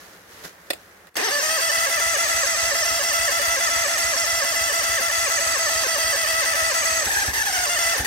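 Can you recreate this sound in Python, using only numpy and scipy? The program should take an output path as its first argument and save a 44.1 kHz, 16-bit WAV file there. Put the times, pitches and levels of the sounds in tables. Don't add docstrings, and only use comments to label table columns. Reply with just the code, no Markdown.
import sys
import numpy as np
from scipy import signal
from scipy.fft import rfft, irfft, next_fast_len
from scipy.io import wavfile
from scipy.ndimage import uniform_filter1d

SR = 44100
rng = np.random.default_rng(int(sys.argv[2]) if len(sys.argv) > 2 else 0)


def to_wav(s):
    ch = np.atleast_2d(s).T
    pcm = np.round(np.clip(ch, -1, 1) * 32767)
    wavfile.write(sys.argv[1], SR, pcm.astype(np.int16))


def voltage_ratio(level):
    return 10 ** (np.asarray(level, float) / 20)


N = 355604
T = np.arange(N) / SR
SECOND = 0.36

# time_s, cycles_done
CRANK = [(1.03, 0), (1.31, 1), (1.425, 1.36), (1.614, 2), (1.9, 3), (5.015, 14), (5.301, 15), (6.745, 20),
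         (6.848, 20.36), (7.058, 21), (7.117, 21.36), (7.266, 22), (7.453, 23), (7.527, 23.36), (7.693, 24),
         (7.787, 24.36), (7.988, 25), (8.046, 25.36), (8.2, 26)]
# speed_lost (0-1), length (share of the cycle), roughness at the top (0-1), slack_db of the gears
SQUEEZES = [(.19, .18, .8, -1), (.12, .14, 0.44, -1.3)]
# start_s, thud_peak_db, gain_hz in tooth rate before any sag, fall_back_s (decay time), slack_db of the gears after it
FIRINGS = [(7.058, -31, 225, .3, -1), (7.278, -24, 270.4, .15, -14), (7.994, -21, 240.3, 0.188, -11.5)]


def unit_rms(x):
    return x / np.sqrt(np.mean(abs(x) ** 2) + 1e-20)


def read_spectrum(points, hz):
    f, value = np.transpose(points)
    return np.interp(np.log(hz + 1), np.log(f + 1), value)


def columns(rows, at):
    place, *rest = np.transpose(rows)
    return [np.interp(at, place, column) for column in rest]


def drift(seconds, count):
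    step = 16
    size = max(round(seconds * SR / 2 / step), 1)
    draws = rng.standard_normal((count, N // step + 1))
    slow = uniform_filter1d(uniform_filter1d(draws, size), size)
    return uniform_filter1d(np.repeat(unit_rms(slow), step, axis=1), step)[:, :N]


def coloured(noises, spectrum):
    # pitch_hz, likeness (0-1)
    likeness = [(60, 0.86), (180, 1), (550, 0.63), (1650, 0.023), (4970, 0.025), (15000, 0.18)]
    # pitch_hz, left_minus_right_db
    balance = [(60, 3), (120, -3), (240, 1.5), (480, 0), (950, -3.5), (1890, 0.5), (3770, -6), (7520, 4),
               (15000, 2.5)]
    size = next_fast_len(N)
    hz = np.fft.rfftfreq(size, 1 / SR)
    a, b = rfft(noises, size)
    same = np.clip(read_spectrum(likeness, hz), -1, 1)
    lean = voltage_ratio(read_spectrum(balance, hz) / 2)
    left = a * lean
    right = (same * a + np.sqrt(1 - same ** 2) * b) / lean
    pair = np.array([left, right]) * voltage_ratio(read_spectrum(spectrum, hz))
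    return unit_rms(irfft(pair, size)[:, :N])


def surroundings():
    # pitch_hz, level_db per Hz
    wash_spectrum = [(25, -32), (50, -8), (90, -4), (135, -15), (172, -2), (220, -10), (330, -5.5),
                     (520, -3), (900, -7.5), (1800, -3), (2400, -11.5), (4000, -23)]
    # pitch_hz, level_db per Hz
    rustle_spectrum = [(800, -18), (2500, -7), (4200, -4.5), (6600, -4.5), (8000, -13), (12000, -9),
                       (16000, -20)]
    # time_s, rustle_db
    hand_curve = [(0, -48.5), (.15, -51.5), (.25, -57), (.32, -49.5), (.43, -47), (.452, -36.5), (.5, -50),
                  (.56, -58), (.67, -54), (.79, -55), (1.06, -61.5)]
    wash_db, dull_db = -50.5, 1
    grain_db, grain_s = 2.5, 0.0025
    drop_at_s, drop_db, drop_fade_s = 1.093, -10, 0.0037
    level_drop = voltage_ratio(drop_db * np.clip((T - drop_at_s) / drop_fade_s, 0, 1))
    hand = voltage_ratio(columns(hand_curve, T)[0])
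    wash = coloured(rng.standard_normal((2, N)), wash_spectrum)
    grains = voltage_ratio(grain_db * drift(grain_s, count=1)) * rng.standard_normal((2, N))
    dull = np.hypot(voltage_ratio(wash_db), voltage_ratio(dull_db) * hand)
    return level_drop * (dull * wash + hand * coloured(grains, rustle_spectrum))


def clicks():
    # start_s, peak_db before the bass cut, sharpness_db, left_minus_right_db
    click_list = [(0.702, -11, -11, 3.5), (0.705, -10, -24, -8.5), (0.732, -15.5, 0, -1),
                  (1.069, -38.5, -2, -5), (1.142, -42, -2, 8), (1.167, -9.5, -2, 0)]
    # pitch_hz, level_db, t60_s (time to fall by 60 dB)
    switch_modes = [(330, -12, 0.043), (570, -3.5, 0.026), (710, -1.5, 0.023), (1450, -14, 0.019),
                    (1900, -1.5, 0.021), (2520, 0.5, 0.011), (3500, -0.5, 0.0085), (4220, 1.5, 0.0061),
                    (4950, -5, 0.018), (7300, -8, 0.011), (8800, -5, .012)]
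    t, out = np.arange(SR // 8) / SR, np.zeros((2, N))
    cracks = rng.standard_normal((len(click_list), 2, len(t)))
    phases = rng.random((len(click_list), len(switch_modes), 2, 1))
    for (start_s, db, sharp_db, lean_db), crack, phase in zip(click_list, cracks, phases):
        scrape = crack * (voltage_ratio(-60 * t / 0.02) + 0.13 * voltage_ratio(-60 * t / 0.13))
        scrape = scrape * (1 - np.exp(-t / 0.0012))
        ring = 0
        for (hz, mode_db, t60), p in zip(switch_modes, phase):
            ring = ring + voltage_ratio(mode_db - 60 * t / t60) * np.sin(2 * np.pi * (hz * t + p))
        rung = signal.oaconvolve(scrape, ring, axes=1)[:, :len(t)]
        sound = 0.37 * unit_rms(scrape) + unit_rms(rung)
        sound = sound + np.diff(sound, prepend=0) * voltage_ratio(sharp_db)
        sides = voltage_ratio([[db + lean_db / 2], [db - lean_db / 2]])
        out[:, round(start_s * SR):][:, :len(t)] += sound / abs(sound).max() * sides
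    return signal.sosfilt(signal.butter(2, 220, "high", fs=SR, output="sos"), out)


def tops():
    time_s, done = np.transpose(CRANK)
    n = np.arange(2 * round(done[-1]) + 1)
    at = n // 2 + SECOND * (n % 2)
    return at, np.interp(at, done, time_s)


def puff(db, from_hz, to_hz, t60, fall_s=0.02):
    t = np.arange(SR // 5) / SR
    turns = np.cumsum(to_hz + (from_hz - to_hz) * np.exp(-t / fall_s)) / SR
    shape = voltage_ratio(-60 * t / t60) * (1 - np.exp(-(t / 0.005) ** 2))
    return -voltage_ratio(db) * shape / shape.max() * np.sin(2 * np.pi * turns)


def firing(db):
    blast_db, blast_hz, blast_t60_s = -8, 500, 0.19
    thud = puff(db, 76.0, 59, 0.08)
    t = np.arange(len(thud)) / SR
    low = signal.butter(2, blast_hz, fs=SR, output="sos")
    gas = unit_rms(signal.sosfilt(low, rng.standard_normal(len(t))))
    return thud + voltage_ratio(db + blast_db - 60 * t / blast_t60_s) * (1 - np.exp(-t / 0.0027)) * gas


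def exhaust():
    # place (share of the cycle), peak_db before chance and warm-up, start_hz, end_hz, t60_s
    puffs = [(0.188, -44, 131, 41.5, 0.41), (.39, -45, 60, 50.06, 0.1), (0.558, -35.5, 98, 39, 0.18),
             (.73, -41.5, 100, 60, .1), (.92, -44, 62.5, 48.7, 0.12)]
    spread_db, warmup_db = 1.0, -12
    out, cycles = np.zeros(N + SR), round(CRANK[-1][1])
    top_at, top_s = tops()
    chance = rng.standard_normal((cycles, len(puffs)))
    for n in range(1, cycles):
        for (share, db, *ring), luck in zip(puffs, chance[n]):
            sound = puff(db + spread_db * luck + warmup_db * np.exp(1 - n), *ring)
            start_s = np.interp(n + share, top_at, top_s)
            out[round(start_s * SR):][:len(sound)] += sound
    for start_s, db, *_ in FIRINGS:
        sound = firing(db)
        out[round(start_s * SR):][:len(sound)] += sound
    return out[:N]


def stroke(cycle):
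    light_drag = (.57, .05, .025, .12)
    # running_free_db, added_under_squeeze_db, added_in_clash_db
    whine_levels = (-2.0, 2.16, -6.5)
    # running_free_db, added_under_squeeze_db, added_in_clash_db
    rattle_levels = (2.5, -3, 7)
    build, squeeze_rough = 0.6, 0.162
    clash_share, let_go = 0.0642, 0.016
    place, width, drag, drag_rough = light_drag
    bump = np.exp(-((cycle % 1 - place) / width) ** 2)
    sag, unrest, squeeze, clash = drag * bump, drag_rough * bump, 0, 0
    for top, (lost, length, rough, _) in zip((0, SECOND), SQUEEZES):
        ahead = (top + let_go - cycle) % 1 - let_go
        release = np.clip(1 + ahead / let_go, 0, 1)
        progress = np.clip((length - ahead) / (build * length), 0, 1)
        press = np.sin(np.pi / 2 * progress) ** 2 * release
        hit = np.clip(1 - ahead / clash_share, 0, 1) * release
        sag, squeeze, clash = sag + lost * press, squeeze + press, clash + hit
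        unrest = unrest + squeeze_rough * press + rough * hit
    whine_db, rattle_db = (a + b * squeeze + c * clash for a, b, c in (whine_levels, rattle_levels))
    return 1 - sag, whine_db, rattle_db, unrest


def kicks(top_s):
    kick_s, overrun_s = 0.04, 0.15
    shock_before_s, shock_after_s = 0.0287, 0.0451
    hz = shock = slack_db = 0
    for start_s, _, gain_hz, fall_s, loose_db in FIRINGS:
        t, later = T - start_s, top_s - start_s
        hz = hz + gain_hz * np.clip(t / kick_s, 0, 1) * np.exp(-np.maximum(t - kick_s, 0) / fall_s)
        shock = shock + np.exp(-abs(t) / np.where(t < 0, shock_before_s, shock_after_s))
        slack_db = slack_db + loose_db * (later > kick_s / 2) * np.exp(-abs(later) / overrun_s)
    return hz, shock, slack_db


def mesh_motion():
    # time_s, tooth_rate_hz between compressions, drive_db before slack and overrun, roughness (0-1)
    starter = [(1.155, 150, -29.5, 1), (1.185, 200.3, -22.5, 0.65), (1.21, 275.2, -24, .3),
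               (1.245, 441, -24.5, 0.14), (1.29, 490.2, -23.5, 0.16), (1.32, 570, -25, 0.12),
               (1.5, 641.2, -24, 0.09), (1.7, 667.4, -24.5, .12), (3.5, 673.5, -24.5, .12),
               (5.2, 669.7, -25, .12), (5.6, 659.6, -24.5, .1), (7.02, 656.5, -24.5, .12),
               (7.6, 652, -24.5, .15), (7.85, 650, -24, 0.02), (8.06, 650, -25, 0.17)]
    rough_per_hz, soft_db_per_hz = 0.0017, -0.0018
    carry_hz = 397.5
    sag_spread = 0.12
    slack_share = 0.16
    jitter, jitter_s = 0.0706, 0.00406
    runout_db, runout_teeth = 0.03, 23
    at, top_s = tops()
    cycle = columns(CRANK, T)[0]
    free_hz, drive_db, rough = columns(starter, T)
    kick_hz, shock, loose_db = kicks(top_s)
    speed, whine_db, rattle_db, unrest = stroke(cycle)
    rough = np.clip(rough + shock + rough_per_hz * kick_hz + unrest, 0, 1)
    uneven = 1 + sag_spread * np.interp(T, top_s, rng.standard_normal(len(at)))
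    speed = 1 - (1 - speed) * uneven * np.clip(1 - kick_hz / carry_hz, 0, 1)
    slack_db = np.resize([row[-1] for row in SQUEEZES], len(at)) + loose_db
    coming = np.searchsorted(top_s, T)
    drive_db = drive_db + soft_db_per_hz * kick_hz
    drive_db = drive_db + slack_db[coming] * np.exp((cycle - at[coming]) / slack_share)
    unsteady = 1 + jitter * rough * drift(jitter_s, count=1)[0]
    hz = (free_hz + kick_hz) * uniform_filter1d(speed, 130) * unsteady
    turns = np.cumsum(hz) / SR
    drive_db = drive_db + runout_db * np.sin(2 * np.pi * turns / runout_teeth)
    drive = voltage_ratio(uniform_filter1d(drive_db, 60)) * (T > starter[0][0])
    return hz, turns, free_hz, drive, whine_db, rattle_db, rough


def gear_whine(hz, turns, whine_db, rough):
    # multiple of the tooth rate, level_db, left_minus_right_db, left_lead (radians)
    partials = [(1, -6.5, -4.5, 0.67), (2, -5.5, 5, 2.31), (3, -12, -2, 0.87), (4, -15.5, 10, 2.16),
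                (5, -14.5, 3.5, 1.13), (7, -16.5, -7.5, 2.1), (6, -23, -11, 0.59), (8, -16.5, -6, 0.8),
                (9, -17, -7.5, 1.95), (10, -18.5, 3, 1.83), (11, -17.5, -1.5, 1.04), (12, -26, 18, 2.6),
                (13, -24, 12.5, 1.5), (14, -23.5, 15, 1.4)]
    radiate_hz, fade, waver, waver_s = 450, 0.42, 0.16, 0.0084
    whine = np.zeros((2, N))
    steady = (1 - fade * rough) / np.sqrt(1 + 2 * rough ** 2)
    for k, db, lean_db, lead in partials:
        a, b, c, d = (waver * k ** 0.58 + rough) * drift(waver_s, count=4)
        tone = voltage_ratio(db + whine_db) * np.exp(2j * np.pi * (k * turns + rng.random())) * steady
        tone /= np.sqrt(1 + (radiate_hz / (k * hz)) ** 4)
        left_waver = 1 + a + 1j * b
        right_waver = 1 + 0.54 * a + 0.99 * c + 1j * (0.49 * b + 0.45 * d)
        whine[0] += voltage_ratio(lean_db / 2) * (left_waver * tone * np.exp(1j * lead)).real
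        whine[1] += voltage_ratio(-lean_db / 2) * (right_waver * tone).real
    return whine


def gear_rattle(turns, free_hz, clatter_db, rough):
    # pitch_hz, level_db per Hz
    rattle_spectrum = [(25, -36), (50, -17), (100, -9.5), (140, -23), (190, -21), (250, -8), (500, -14.5),
                       (900, -0.5), (1400, -5), (2300, -2.5), (4000, -3), (6000, -5.5), (7000, -8.5),
                       (10000, -4.5), (14000, -12), (15800, -11.5)]
    # pitch_hz, level_db per Hz
    knock_spectrum = [(120, -34), (230, -8), (400, -7), (700, -1.5), (1500, -16)]
    rattle_db, knock_db, bright_db, uneven_db = -9.5, -14, 12, 1.5
    gate = 0.45
    tooth = voltage_ratio(uneven_db * rng.standard_normal(8192))[turns.astype(int) % 8192]
    burst = 1 - gate + gate * np.exp(-(turns % 1) / 0.53)
    strikes = tooth * burst * rng.standard_normal((2, N))
    rattle = voltage_ratio(clatter_db + rattle_db) * coloured(strikes, rattle_spectrum)
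    top = signal.sosfilt(signal.butter(1, 5000, "high", fs=SR, output="sos"), rattle)
    rattle += top * (voltage_ratio(bright_db * (free_hz / 670 - 1)) - 1)
    rattle += voltage_ratio(knock_db) * rough * coloured(rng.standard_normal((2, N)), knock_spectrum)
    return rattle


def housing(x):
    # pitch_hz, width_hz, gain_db of each mode alone over the plain sound
    modes = [(437, 33, 7.5), (577.7, 31, 7), (797, 155, 4.5), (1370, 800, -1), (1627, 33, 11.5),
             (1799, 108, 15), (1992, 155, 11.5), (2740, 490, 5), (3470, 170, 3.5), (4637, 117, 10),
             (5060, 120, 9.5), (5445, 72, 13), (5660, 40, 11.5), (6143, 260, 13), (6495, 99, 13),
             (7370, 125, 5.5), (7810, 350, 7), (8490, 300, 8), (9090, 200, 4.5), (11820, 760, 6.5)]
    size = next_fast_len(N + SR // 2)
    hz = np.fft.rfftfreq(size, 1 / SR)
    response = 1 + sum((voltage_ratio(db) - 1) / (1 + 2j * (hz - f) / width) for f, width, db in modes)
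    return irfft(rfft(x, size) * response, size)[:, :N]


def treble_ring(x):
    ring_t60_s, ring_db, from_hz, shift_s = 0.041, -5, 2500, 0.2512
    t, out = np.arange(SR // 10) / SR, 0
    high = signal.butter(2, from_hz, "high", fs=SR, output="sos")
    for n in range(3):
        ring = signal.sosfilt(high, rng.standard_normal((2, len(t))) * voltage_ratio(-60 * t / ring_t60_s))
        ring = ring / np.linalg.norm(ring[0])
        share = np.sqrt(2 / 3) * np.cos(np.pi * (T / shift_s + n) / 3)
        out = out + signal.oaconvolve((x * share)[None], ring, axes=1)[:, :N]
    return voltage_ratio(ring_db) * out


def gears():
    hz, turns, free_hz, drive, whine_db, rattle_db, rough = mesh_motion()
    whine = gear_whine(hz, turns, whine_db, rough)
    rattle = gear_rattle(turns, free_hz, rattle_db, rough)
    rung = housing(drive * (whine + rattle))
    return rung + treble_ring(rung[0])


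def scene():
    return surroundings() + clicks() + exhaust() + gears()


def top_cut(x):
    return signal.sosfilt(signal.butter(12, 17030, fs=SR, output="sos"), x)


def record(dry):
    edge_hz = 15900
    edge = signal.firwin(511, edge_hz, window=("kaiser", 9), fs=SR)
    no_bass = signal.sosfilt(signal.butter(2, 45, "high", fs=SR, output="sos"), dry)
    mix = signal.oaconvolve(no_bass, edge[None], "same", axes=1)
    return top_cut(mix)


dry = scene()
out = record(dry)
to_wav(out)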